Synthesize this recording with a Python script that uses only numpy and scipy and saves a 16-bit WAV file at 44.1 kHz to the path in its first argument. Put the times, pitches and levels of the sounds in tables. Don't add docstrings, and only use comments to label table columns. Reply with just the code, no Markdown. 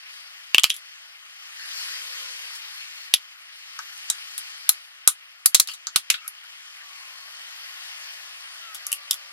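import sys
import numpy as np
from scipy import signal
from scipy.fft import rfft, irfft, next_fast_len
from scipy.io import wavfile
from scipy.ndimage import uniform_filter1d

SR = 44100
rng = np.random.default_rng(int(sys.argv[2]) if len(sys.argv) > 2 else 0)


def log_audio(samples):
    frames = np.atleast_2d(samples).T
    limited = np.clip(frames, -1, 1)
    pcm = np.round(limited * 32767).astype(np.int16)
    wavfile.write(sys.argv[1], SR, pcm)


N = 411012
TIME = np.arange(N) / SR

# (time [s], level [dB], tearing time [ms], shell ring [Hz], shell ring level [dB],
# shell ring width [Hz], shard ring [Hz], shard ring level [dB], shard ring width [Hz],
# tyre knock [dB], echo [dB], added side level [dB])
SHELL_CRACKS = [ (0.5457,-15,1.13,2870,8,780,3700,3.5,2920,-17,-11,-5),
                (0.582,-17,1.14,3036,12.5,476,4020,4,2200,-7,-14,-7.5),
                (.596,-24.5,1.4,3270,6,1390,7920,0,2500,-11,-12,11),
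                (0.6349,-24,1.3,3370,8,500,7000,7,3200,-23,-17,-1),
                (0.6411,-9,0.64,3020,1,970,4410,0,1510,-15,-8.5,-2),
                (.698,-32,.9,3400,4.5,1500,10000,4.5,1900,-30,4,1),
                (0.7024,-25.5,0.74,3380,11,643,4900,5.5,2480,-24,-5.5,0.5),
                (.741,-33.5,5,3700,-5,1500,10300,-6,1500,-28,1,1),
                (.764,-37,1.3,3500,-5,400,10300,0,1800,-30,0,1),
                (3.1384,-9.5,1.5,3540,2.5,1150,4740,-1,1590,-36,-10,0),
                (3.1428,-23,1.5,5400,-13,890,10870,9,900,-22,-11,6),
                (3.977,-47.5,1,5500,-6,1490,9000,5.5,3520,-23,-3,7),
                (4.1006,-22.5,1.8,4020,0.5,496,7440,7,3560,-13.5,-4.5,0),
                (4.3792,-29,0.83,3870,-6.5,2500,10300,4,3400,-19,3,5.5),
                (4.6917,-6.5,1.65,4110,-8,430,11020,0,2000,-22,-8.5,3.5),
                (5.075,-4,1.9,4000,-11,1100,9530,1,3000,-15.5,-7.5,2.5),
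                (5.4586,-6.5,1.74,4680,-10.5,400,10760,2,3230,-27,-8.5,4.5),
                (5.546,-6,1.2,4200,-9,2550,7500,-9,1116,-35,-11,0.5),
                (5.5497,-6,1.7,4070,-7.5,900,5900,-9,4000,-42,-5.5,4.5),
                (5.5987,-8,1.3,4060,-6.5,427,9300,-21,3100,-27,-19,-5),
                (5.6008,-9,1.9,4600,-19,580,6800,-23,3760,-40,-4,6.5),
                (5.674,-28,1.6,4300,-3.5,1500,10140,-16,1500,-23,3,4.5),
                (5.686,-37,2.4,3000,10,998,4770,8.5,1480,0,4,4.5),
                (5.736,-31.5,2.5,3900,-7,900,7500,-23.5,2510,-18,8,10),
                (5.87,-35,0.49,4800,9,1490,6270,11,1310,1.5,-1,4.5),
                (5.9598,-9.5,2.3,4010,-2,2430,9400,-8.5,2560,-12,-4,3.5),
                (6.101,-10,2.8,2800,-9,900,3820,-3,3250,-38,-2,3),
                (6.1417,-37.5,1.9,2600,12,1480,3530,12.5,1200,-12,2,9),
                (6.278,-31.5,3.3,9830,3,1080,11460,4,900,-22,-5.5,2.5),
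                (8.7458,-31,3.3,3560,-10.5,660,11180,-8,920,-14,1.5,-5.5),
                (8.754,-36.5,0.62,3560,-1,660,11090,-3,900,-18,-5,9),
                (8.867,-38.5,1,6500,9,1930,11000,14,900,-7,-4,0.5),
                (8.9183,-27.5,0.62,2870,-2,398,9900,1,4020,-35,-3,-9),
                (8.9277,-25.5,1.6,2900,0.5,400,10500,7,3330,-30,-3.5,-0.5),
                (9.1091,-21.5,2.5,3480,3,497,11500,1.5,4040,-22,-2,0),
                (9.1105,-25,1.3,5400,6.5,700,7500,4.5,2500,-30,-9,0),
                (9.131,-27,1.2,3610,-9,2500,11280,-11,1410,-19,-4,11),
                (9.142,-32,.6,3610,-12,1500,11170,-3,2000,-13,0,3)]
# (frequency [Hz], relative level [dB])
FRACTURE_SPECTRUM = [(500, -13), (1000, -10.5), (2000, -2.5), (3200, -3.5), (5000, 5.5), (7000, 7.5),
                     (9000, 3.5), (11800, 7), (13200, -5), (15500, -2.5)]
# (frequency [Hz], relative level [dB], width [Hz])
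TYRE_RESONANCES = [(967, -16, 140), (1278, -1, 227), (1475, -7, 130)]
# (delay [s], level [dB])
EARLY_REFLECTIONS = [(.0033, -18.5), (.0079, -17)]
# (time [s], length [s], level [dB], low ring [Hz],
# high ring [Hz], high ring re low ring [dB], click re low ring [dB])
GRIT_CRUNCHES = [ (1.58, 0.066, -48, 1720, 4280, 0, -19), (1.781, 0.083, -60, 1850, 4300, 11, -8),
                 (1.94, .07, -46, 2250, 4960, 2, -22), (2.526, 0.056, -51.5, 5200, 9100, -8, 6.5),
                 (5.681, 0.052, -42.5, 3050, 4540, 0, -1), (6.136, 0.014, -35, 1500, 3200, 1, -5),
                 (6.181, 0.011, -51.5, 1500, 2730, 9, -8), (6.209, 0.074, -49, 1400, 2250, -1, -9),
                 (6.426, 0.022, -51, 1480, 2300, -9, -6)]
# (time [s], level [dB])
TYRE_KNOCKS = [(3.79, -39), (5.869, -45.5)]
# (start [s], rise time [s], let go at [s], effort [0-1])
THROTTLE_PRESSES = [(-.1, .25, .2, .48), (.2, .3, 1.3, .23), (1.18, .7, 3.06, 1.0), (3.15, .98, 4.73, .68),
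                    (5.45, 2.6, 9.3, .62)]
# (time of top [s], length [s], rise of the whine [Hz])
ENGINE_REVS = [(2.15, 1.75, 233), (4.166, 1.0, 66.2), (6.781, 1.0, 388.4), (8.041, 2.4, 1113),
               (9.299, 1.35, 390.6)]
# (time of top [s], length [s], level [dB])
LOAD_MOANS = [(2.193, 0.75, -66.5), (9.087, 1, -70.5)]
# (frequency [Hz], relative level per hertz [dB])
RUMBLE_SPECTRUM = [(40, -66.5), (90, -32), (170, -44.5), (330, -27.5), (450, -20), (620, -8), (870, 0.5),
                   (1100, 2), (1800, -12), (5000, -32.5)]
BLOCK_SPECTRUM = [(150, -68.5), (700, -24), (1250, -6), (1550, -4.5), (1850, 0), (2100, -1), (2450, -2.5),
                  (2850, 0.5), (3130, 1), (3450, -5), (7000, -41)]
BELT_SPECTRUM = [(200, -87), (2400, 0.5), (3100, -0.5), (3650, 1), (4200, 2.5), (4950, 3), (5800, 1),
                 (8000, -5.5), (11500, -8), (12500, -7), (13800, -15.5), (15500, -49)]
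# (frequency [Hz], width [Hz], level re the hiss [dB])
PULLEY_RESONANCES = [(3130, 170, -17), (4290, 130, -18), (4680, 120, -18), (4950, 140, -15)]
# (frequency [Hz], side minus mid for the engine [dB],
# side minus mid for the nearer cracks [dB])
STEREO_WIDTH = [(98.3, -11, -8), (241.5, -9.5, -25), (706, -5.5, -0.5), (1301, 2, -8.5), (2000, 3.5, -3.5),
                (3000, 11.5, -3.5), (3750, 7.5, -8), (4900, 4.5, -3), (7160, 12, -2), (8530, 6.5, -3.5),
                (15300, 3, 3)]
ENGINE_COLUMN, CRACK_COLUMN = 1, 2

SLIPS_PER_S = 550
CRUNCH_WIDTH_HZ, CRUNCH_ECHO_DB, CRUNCH_SIDE_DB = 220, 0, 3
LEVEL_WINDOW_S = .005
EASE_OFF_S, LET_GO_S = 2.0, .14
RUMBLE_IDLE_DB, RUMBLE_EFFORT_DB = -67.2, 9
BLOCK_IDLE_DB, BLOCK_EFFORT_DB = -48.5, 10.5
BELT_IDLE_DB, BELT_EFFORT_DB = -53.3, 18.8
EXHAUST_IDLE_DB, EXHAUST_EFFORT_DB = -111, 19
SECOND_PASS_S, PASS_FADE_S = 6.8, .04
PASS_RUMBLE_DB, PASS_WHINE_DB, PASS_EXHAUST_DB = 5.5, 6.5, 4
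IDLE_WHINE_HZ, REV_ROUNDNESS = 793, 1.9
TOP_RISE_HZ = 911
WHINE_PER_FIRING = 27
WHINE_DB, WHINE_EFFORT_DB, WHINE_ONSET_HZ = -66.5, 6.5, 55
PICKUP_HZ_PER_S, PICKUP_WHINE_DB = 630, -3
WHINE_WAVER, WHINE_FLICKER_DB = .016, 3.5
SQUEAK_HZ, SQUEAK_SPAN_HZ, SQUEAK_DB = 1290, 50, 9
TOP_HZ = 15900


def chargers(low_cut_hz=750, left_db=0.76):
    t = np.arange(SR // 5) / SR
    scale = np.sqrt(LEVEL_WINDOW_S / t[-1])
    out = np.zeros((2, N + len(t)))

    def add(s, db, sound, side_db):
        start = int(s * SR)
        out[:, start:start + len(t)] += scale * undb(db) * left_right(*sound, CRACK_COLUMN, side_db)

    for s, db, tear_ms, *rings, knock_db, echo_db, side_db in SHELL_CRACKS:
        add(s, db, crack(t, tear_ms, rings[:3], rings[3:], knock_db, echo_db), side_db)
    for s, length_s, db, *rings in GRIT_CRUNCHES:
        sound = crunch(t, length_s, *rings) * np.sqrt(length_s / LEVEL_WINDOW_S)
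        add(s, db, sound, CRUNCH_SIDE_DB)
    for s, db in TYRE_KNOCKS:
        add(s, db, tyre_knock(t), side_db=4.5)
    low_cut = signal.butter(4, low_cut_hz, "high", fs=SR, output="sos")
    heard = signal.sosfilt(low_cut, out[:, :N])
    return heard * undb(np.array([[left_db], [-left_db]]) / 2)


def crack(t, tear_ms, shell, shard, knock_db, echo_db, rise_s=0.00011, grain_db=1.0, grain_s=0.00032):
    grain_index = (t / grain_s).astype(int).clip(0, len(t) - 1)
    grains = undb(grain_db * rng.standard_normal(len(t)))[grain_index]
    force = grains * np.exp(-t / (tear_ms / 1000)) * (1 - np.exp(-t / rise_s))
    direct = burst_pair(force)
    early = np.zeros_like(direct)
    for delay_s, db in EARLY_REFLECTIONS:
        early += undb(db) * np.pad(direct, ((0, 0), (int(delay_s * SR), 0)))[:, :len(t)]
    echo_swell = np.sqrt(np.abs(signal.fftconvolve(force ** 2, underbody(t))[:len(t)]))
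    echoes = colour(burst_pair(echo_swell), [(1000, 0.0), (11800, -3.5), (15000, -5.5)])
    push = direct + early + undb(echo_db) * echoes

    def body(hz, db, width_hz, skirt):
        narrow = ring(push, hz, width_hz)
        return undb(db) * unit(ring(narrow, hz, min(skirt * width_hz, SR / 3)))

    tyre = undb(knock_db) * sum(body(*mode, 4) for mode in TYRE_RESONANCES)
    return unit(colour(push, FRACTURE_SPECTRUM)) + body(*shell, 1.64) + body(*shard, 2.05) + tyre


def burst_pair(envelope):
    noise = rng.standard_normal((2, len(envelope))) * envelope
    return unit(np.array([even(burst) for burst in noise]))


def even(x, size=200):
    power = uniform_filter1d(np.abs(rfft(x)) ** 2, size) + 1e-12
    return colour(x, np.c_[np.fft.rfftfreq(len(x), 1 / SR) + 1, -10 * np.log10(power)])


def underbody(t, t60=0.1, late_t60=0.11, late_db=-25, gap_s=0.0011):
    decay = undb(-60 * t / t60) + undb(late_db - 60 * t / late_t60)
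    power = (decay * (1 - np.exp(-(t / gap_s) ** 2))) ** 2
    return power / power.sum()


def crunch(t, length_s, low_hz, high_hz, high_db, click_db, scatter_db=4):
    swell = np.sqrt(np.sin(np.pi * np.clip(t / length_s, 0, 1)).clip(0))
    happens = rng.random(len(t)) < SLIPS_PER_S / SR
    slips = happens * swell * undb(scatter_db * rng.standard_normal(len(t)))
    echoes = undb(CRUNCH_ECHO_DB) * np.sqrt(underbody(t)) * rng.standard_normal((2, len(t)))
    paths = echoes + (t == 0)
    push = signal.fftconvolve(slips[None], paths, axes=1)[:, :len(t)]
    low, high = (unit(ring(ring(push, hz, CRUNCH_WIDTH_HZ), hz, hz / 2)) for hz in (low_hz, high_hz))
    return low + undb(high_db) * high + undb(click_db) * unit(colour(push, FRACTURE_SPECTRUM))


def tyre_knock(t):
    return crack(t, tear_ms=0.84, shell=(3070, -5, 540), shard=(5600, 7, 1900), knock_db=11.5, echo_db=-0.5)


def engine():
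    effort = throttle()
    second_pass = np.clip((TIME - SECOND_PASS_S) / PASS_FADE_S, 0, 1)
    revs = sum(hz * arch(s, length_s) ** REV_ROUNDNESS for s, length_s, hz in ENGINE_REVS)
    rise_hz = revs.clip(max=TOP_RISE_HZ)
    whine_hz = IDLE_WHINE_HZ + rise_hz
    phase = 2 * np.pi * np.cumsum(whine_hz * (1 + WHINE_WAVER * walk(90))) / SR
    firing = phase / WHINE_PER_FIRING
    tones = whine(phase, whine_hz, rise_hz, effort, second_pass) + moan(phase)
    left_leaning = np.array([[1.2], [.8]]) * tones
    return engine_noise(firing, effort, second_pass) + left_leaning + exhaust(firing, effort, second_pass)


def throttle():
    effort = np.zeros(N)
    for s, rise_s, end_s, depth in THROTTLE_PRESSES:
        rise = np.sin(np.pi / 2 * np.clip((TIME - s) / rise_s, 0, 1)) ** 2
        fall = np.maximum(TIME - s - rise_s, 0) / EASE_OFF_S + np.maximum(TIME - end_s, 0) / LET_GO_S
        effort += depth * rise * np.exp(-fall)
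    return effort


def whine(phase, whine_hz, rise_hz, effort, second_pass, octave_db=-8):
    pickup = np.clip(np.gradient(whine_hz, TIME) / PICKUP_HZ_PER_S, 0, 1)
    level_db = WHINE_DB + WHINE_EFFORT_DB * effort + PASS_WHINE_DB * second_pass + PICKUP_WHINE_DB * pickup
    detuning = (whine_hz - SQUEAK_HZ) / SQUEAK_SPAN_HZ
    squeak_db = SQUEAK_DB / (1 + detuning ** 2) * (1 - pickup)
    onset = rise_hz / (rise_hz + WHINE_ONSET_HZ)
    tone = np.sin(phase) + undb(octave_db) * np.sin(2 * phase)
    return tone * undb(level_db + squeak_db + WHINE_FLICKER_DB * walk(20)) * onset


def moan(phase, noise_share=0.57):
    load = sum(undb(db) * np.sqrt(arch(s, length_s)) for s, length_s, db in LOAD_MOANS)
    breath = unit(ring(ring(rng.standard_normal(N), 530, 110), 552, 74))
    return (np.sin(phase / 2) + noise_share * breath) * load * undb(2 * walk(19))


def exhaust(firing, effort, second_pass):
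    pulses = sum(np.sin(k * firing) * undb(4 * walk(16)) for k in range(3, 9))
    level_db = EXHAUST_IDLE_DB + EXHAUST_EFFORT_DB * effort + PASS_EXHAUST_DB * second_pass
    return unit(ring(ring(pulses, 190, 70), 178, 63)) * undb(level_db)


def engine_noise(firing, effort, second_pass, throb_db=0.63, flutter_db=-0.4, left_share=0.66):
    throb = throb_db * np.cos(firing) + flutter_db * walk(6.9)
    rumble_db = RUMBLE_IDLE_DB + RUMBLE_EFFORT_DB * effort + PASS_RUMBLE_DB * second_pass + throb
    block_db = BLOCK_IDLE_DB + BLOCK_EFFORT_DB * effort + throb
    belt_db = BELT_IDLE_DB + BELT_EFFORT_DB * effort + throb
    rumble, block = rush(RUMBLE_SPECTRUM, rumble_db), rush(BLOCK_SPECTRUM, block_db)
    belt = rush(BELT_SPECTRUM, belt_db) + pulleys(belt_db)
    mid, side = cavity(rumble + block + belt)
    side = (side + left_share * mid) / np.hypot(1, left_share)
    return left_right(mid, side, ENGINE_COLUMN)


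def rush(spectrum, db, flicker_db=1.63):
    bins = rfft(colour(rng.standard_normal((2, N)), spectrum), next_fast_len(N))
    bin_hz = np.clip(np.linspace(0, SR / 2, bins.shape[1]), 500, 12000)
    band = np.floor(2 * np.log2(bin_hz))
    noise = sum(irfft(bins * (band == k))[:, :N] * undb(flicker_db * walk(22)) for k in np.unique(band))
    return unit(noise) * undb(db)


def pulleys(db, swell_db=4.5):
    total = np.zeros((2, N))
    for hz, width_hz, ring_db in PULLEY_RESONANCES:
        swell = undb(ring_db + swell_db * walk(10))
        total += swell * unit(ring(ring(rng.standard_normal((2, N)), hz, width_hz), hz, 2 * width_hz))
    return undb(db) * total


def cavity(x, t60=0.033, echo_db=-16):
    t = np.arange(SR // 10) / SR
    echoes = unit(rng.standard_normal((2, len(t))) * undb(-60 * t / t60)) / np.sqrt(len(t))
    return x + undb(echo_db) * signal.fftconvolve(x, echoes, axes=1)[:, :N]


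def left_right(mid, side, column, extra_db=0):
    width = np.array(STEREO_WIDTH)
    hz, width_db = width[:, 0], width[:, column] + extra_db
    mid_db = -10 * np.log10(1 + undb(width_db) ** 2)
    mid = colour(mid, np.c_[hz, mid_db])
    side = colour(side, np.c_[hz, mid_db + width_db])
    return np.array([mid + side, mid - side])


def arch(top_s, length_s):
    return np.cos(np.pi * np.clip((TIME - top_s) / length_s, -.5, .5)).clip(0)


def walk(rate):
    knots = rng.standard_normal(1000)
    return np.interp(TIME * rate, np.arange(len(knots)), knots)


def ring(x, hz, width_hz):
    return signal.lfilter(*signal.iirpeak(hz, hz / width_hz, fs=SR), x)


def colour(x, points):
    n = x.shape[-1]
    size = 2 * next_fast_len(n)
    hz, db = np.transpose(points)
    bin_hz = np.fft.rfftfreq(size, 1 / SR) + 1
    cepstrum = irfft(np.log(undb(np.interp(np.log(bin_hz), np.log(hz), db))))
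    cepstrum[1:size // 2] *= 2
    cepstrum[size // 2 + 1:] = 0
    return irfft(rfft(x, size) * np.exp(rfft(cepstrum)))[..., :n]


def undb(db):
    return 10 ** (np.asarray(db) / 20)


def unit(x):
    return x / np.sqrt(np.mean(x ** 2, axis=-1, keepdims=True))


def scene():
    return chargers() + engine()


def record(dry, ceiling=0.94, lopsided=0.0012):
    clipped = np.clip(dry, -ceiling, ceiling)
    top_cut = signal.ellip(8, .2, 70, TOP_HZ, fs=SR, output="sos")
    return signal.sosfilt(top_cut, clipped + lopsided * clipped ** 2)


dry = scene()
out = record(dry)
log_audio(out)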